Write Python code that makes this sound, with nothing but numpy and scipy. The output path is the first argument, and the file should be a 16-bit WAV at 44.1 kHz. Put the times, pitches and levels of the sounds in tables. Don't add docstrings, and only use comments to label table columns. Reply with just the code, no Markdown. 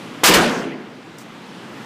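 import sys
import numpy as np
from scipy import signal
from scipy.fft import rfft, irfft
from scipy.io import wavfile
from scipy.ndimage import uniform_filter1d

SR = 44100
rng = np.random.default_rng(int(sys.argv[2]) if len(sys.argv) > 2 else 0)


def put_to_file(sound):
    columns = np.atleast_2d(sound).T
    safe = np.clip(columns, -1, 1)
    whole_steps = np.round(safe * 32767)
    wavfile.write(sys.argv[1], SR, whole_steps.astype(np.int16))


def field_ratio(decibels):
    return 10 ** (np.asarray(decibels, dtype=float) / 20)


N = 81585
T = np.arange(N) / SR
BANDS_HZ = 60 * 2 ** np.arange(0, 8.1, 1 / 3)

# t/s, booth level/dB, direct blast level/dB, booth ring held/s
SHOTS = [
    (.2343, 0, 0, .05),
    (.3378, 0, -3, .01),
]


def read(table, hz):
    table_hz, value = np.transpose(table)
    return np.interp(np.log(hz), np.log(table_hz), value)


def split(colour):
    f = np.maximum(np.fft.rfftfreq(N, 1 / SR), 1)
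    spectrum = rfft(rng.standard_normal(N)) * field_ratio(read(colour, f))
    bands_from_centre = 3 * np.log2(f / BANDS_HZ[:, None])
    share = np.cos(np.pi / 2 * np.clip(bands_from_centre, -1, 1)) ** 2
    bands = irfft(spectrum * share, N)
    return bands / np.std(bands.sum(0))


def walk(rate):
    k = int(SR / rate)
    steps = np.repeat(rng.standard_normal(N // k + 1), k)
    smooth = uniform_filter1d(uniform_filter1d(steps, k), k)
    return 1.3 * smooth[:N]


def swell(start, rise, t60, hold=0):
    u = np.maximum(T - start, 0)
    decay = field_ratio(-60 * np.maximum(u - hold, 0) / t60)
    return (1 - np.exp(-u / max(rise, 1e-4))) * decay


def blast():
    # delay/s, length/s (negative: inverted, ends at delay), level/dB
    images = [(.0003, .0011, 2), (.0014, .0005, 1), (.0033, -.0014, -3), (.0027, .0008, -2)]
    out = np.zeros(N)
    for s, _, db, _ in SHOTS:
        for lag, length, image_db in images:
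            u = (T - s - lag) / length
            n_wave = np.where((u > 0) & (u < 1), 1 - 2 * u, 0)
            out += field_ratio(db + image_db) * n_wave
    return uniform_filter1d(out, size=4)


def booth():
    # f/Hz, spectral level/dB per Hz
    booth_colour = [(35, -60), (150, -22.5), (400, -5), (1100, 1.5), (3400, -2.5), (6700, -7),
                    (15500, -17.5)]
    lags_s = (.003, 0)
    power = 0
    for (s, db, _, hold), lag in zip(SHOTS, lags_s):
        power = power + (field_ratio(db) * swell(s + lag, .0008, .07, hold)) ** 2
    return field_ratio(2.0 * walk(300)) * np.sqrt(power) * split(booth_colour).sum(0)


def lane():
    # f/Hz, spectral level/dB per Hz
    lane_colour = [(53, -52), (90, -29.5), (164, -5), (372, -2), (525, -4), (598, -5), (2130, -10.5),
                   (6800, -24.5), (15400, -42.5)]
    # f/Hz, t60/s
    lane_t60 = [(100, 1.3), (250, 1.27), (600, 0.95), (1500, 0.9), (4000, 0.68), (8000, 0.57),
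                (14000, 0.51)]
    # t/s, rise/s, level/dB, tilt/dB per octave above 1.5 kHz
    returns = [
        (.272, 0.012, -5, 2.5),
        (0.343, 0.0031, -4, 1.5),
        (0.401, 0.065, -12, 3),
        (.51, .015, -28, 0),
    ]
    out = np.zeros(N)
    for hz, band in zip(BANDS_HZ, split(lane_colour)):
        octaves = max(np.log2(hz / 1500), 0)
        t60 = read(lane_t60, hz)
        power = 0
        for s, rise, db, tilt_db in returns:
            power = power + (field_ratio(db + tilt_db * octaves) * swell(s, rise, t60)) ** 2
        out += np.sqrt(power) * band * field_ratio(2.23 * walk(24.33))
    return out


def booms():
    # t/s, level/dB, lowest mode f/Hz, t60/s
    slaps = [
        (.289, 3.5, 179, 0.15),
        (.318, -7, 208.3, 0.16),
        (.394, -4.5, 160.8, 0.17),
        (0.514, -18.5, 160.6, 0.4),
        (.655, -15, 150.8, 0.53),
        (0.766, -30.5, 155.5, 0.27),
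    ]
    # multiple of the lowest f, level/dB
    modes = [(1.0, -6.5), (1.35, -7), (1.75, 3), (2.2, 0.5), (2.8, -1.5)]
    out = np.zeros(N)
    for s, db, hz, t60 in slaps:
        for multiple, mode_db in modes:
            phase = 2 * np.pi * hz * multiple * (T - s) + 0.73 * walk(30)
            envelope = swell(s, 0.0022, t60 / np.sqrt(multiple))
            out += field_ratio(db + mode_db - 5) * envelope * np.sin(phase)
    return out


def case():
    # t/s, level/dB, t60/s
    bounces = [
        (1.182, -35, 0.14),
        (1.198, -51.5, .15),
        (1.213, -57, 0.21),
        (1.845, -54, .08),
    ]
    # f/Hz, spectral level/dB per Hz
    brass_colour = [(2500, -30), (4500, -4.5), (7500, -3.5), (11000, -11), (15000, -11.5)]
    envelope = sum(field_ratio(db) * swell(s, 0.0011, t60) for s, db, t60 in bounces)
    return envelope * field_ratio(2.5 * walk(500)) * split(brass_colour).sum(0)


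def ventilation():
    # f/Hz, spectral level/dB per Hz
    air_colour = [(24, -92), (40, -49), (117, -8.5), (235, -3), (621, -15.5), (758, -14), (2990, -21),
                  (13000, -45.5), (15500, -51.5)]
    gust = walk(0.67)
    roar = sum(band * field_ratio(0.51 * gust + 0.93 * walk(11.83)) for band in split(air_colour))
    return field_ratio(-33.5) * roar


def scene():
    return (blast() + booth() + lane() + booms() + case() + ventilation())[None]


def overload(x):
    top, knee = 0.4, 2.7
    return x / (1 + np.abs(x / top) ** knee) ** (1 / knee)


def duck(x):
    start_s, fall_s, depth_db = 0.36, 0.13, -7.5
    hold_until_s, back_db_per_s = 0.75, 5.5
    fall = 1 - np.exp(-np.maximum(T - start_s, 0) / fall_s)
    recovery_db = back_db_per_s * np.maximum(T - hold_until_s, 0)
    gain_db = np.minimum(depth_db * fall + recovery_db, 0)
    body = signal.sosfilt(signal.butter(1, 5950, fs=SR, output="sos"), x)
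    treble = x - body
    return (body + treble * field_ratio(0.5 * gain_db)) * field_ratio(gain_db)


def roll_off(x):
    return signal.sosfilt(signal.butter(12, 16460, fs=SR, output="sos"), x)


def record(dry):
    x = signal.sosfilt(signal.butter(3, 106.6, "high", fs=SR, output="sos"), dry)
    x = duck(overload(x))
    x = x + field_ratio(-72.5) * walk(51)
    x = signal.sosfilt(signal.ellip(10, .2, 60, 15350, fs=SR, output="sos"), x)
    return roll_off(x)


dry = scene()
out = record(dry)
put_to_file(out)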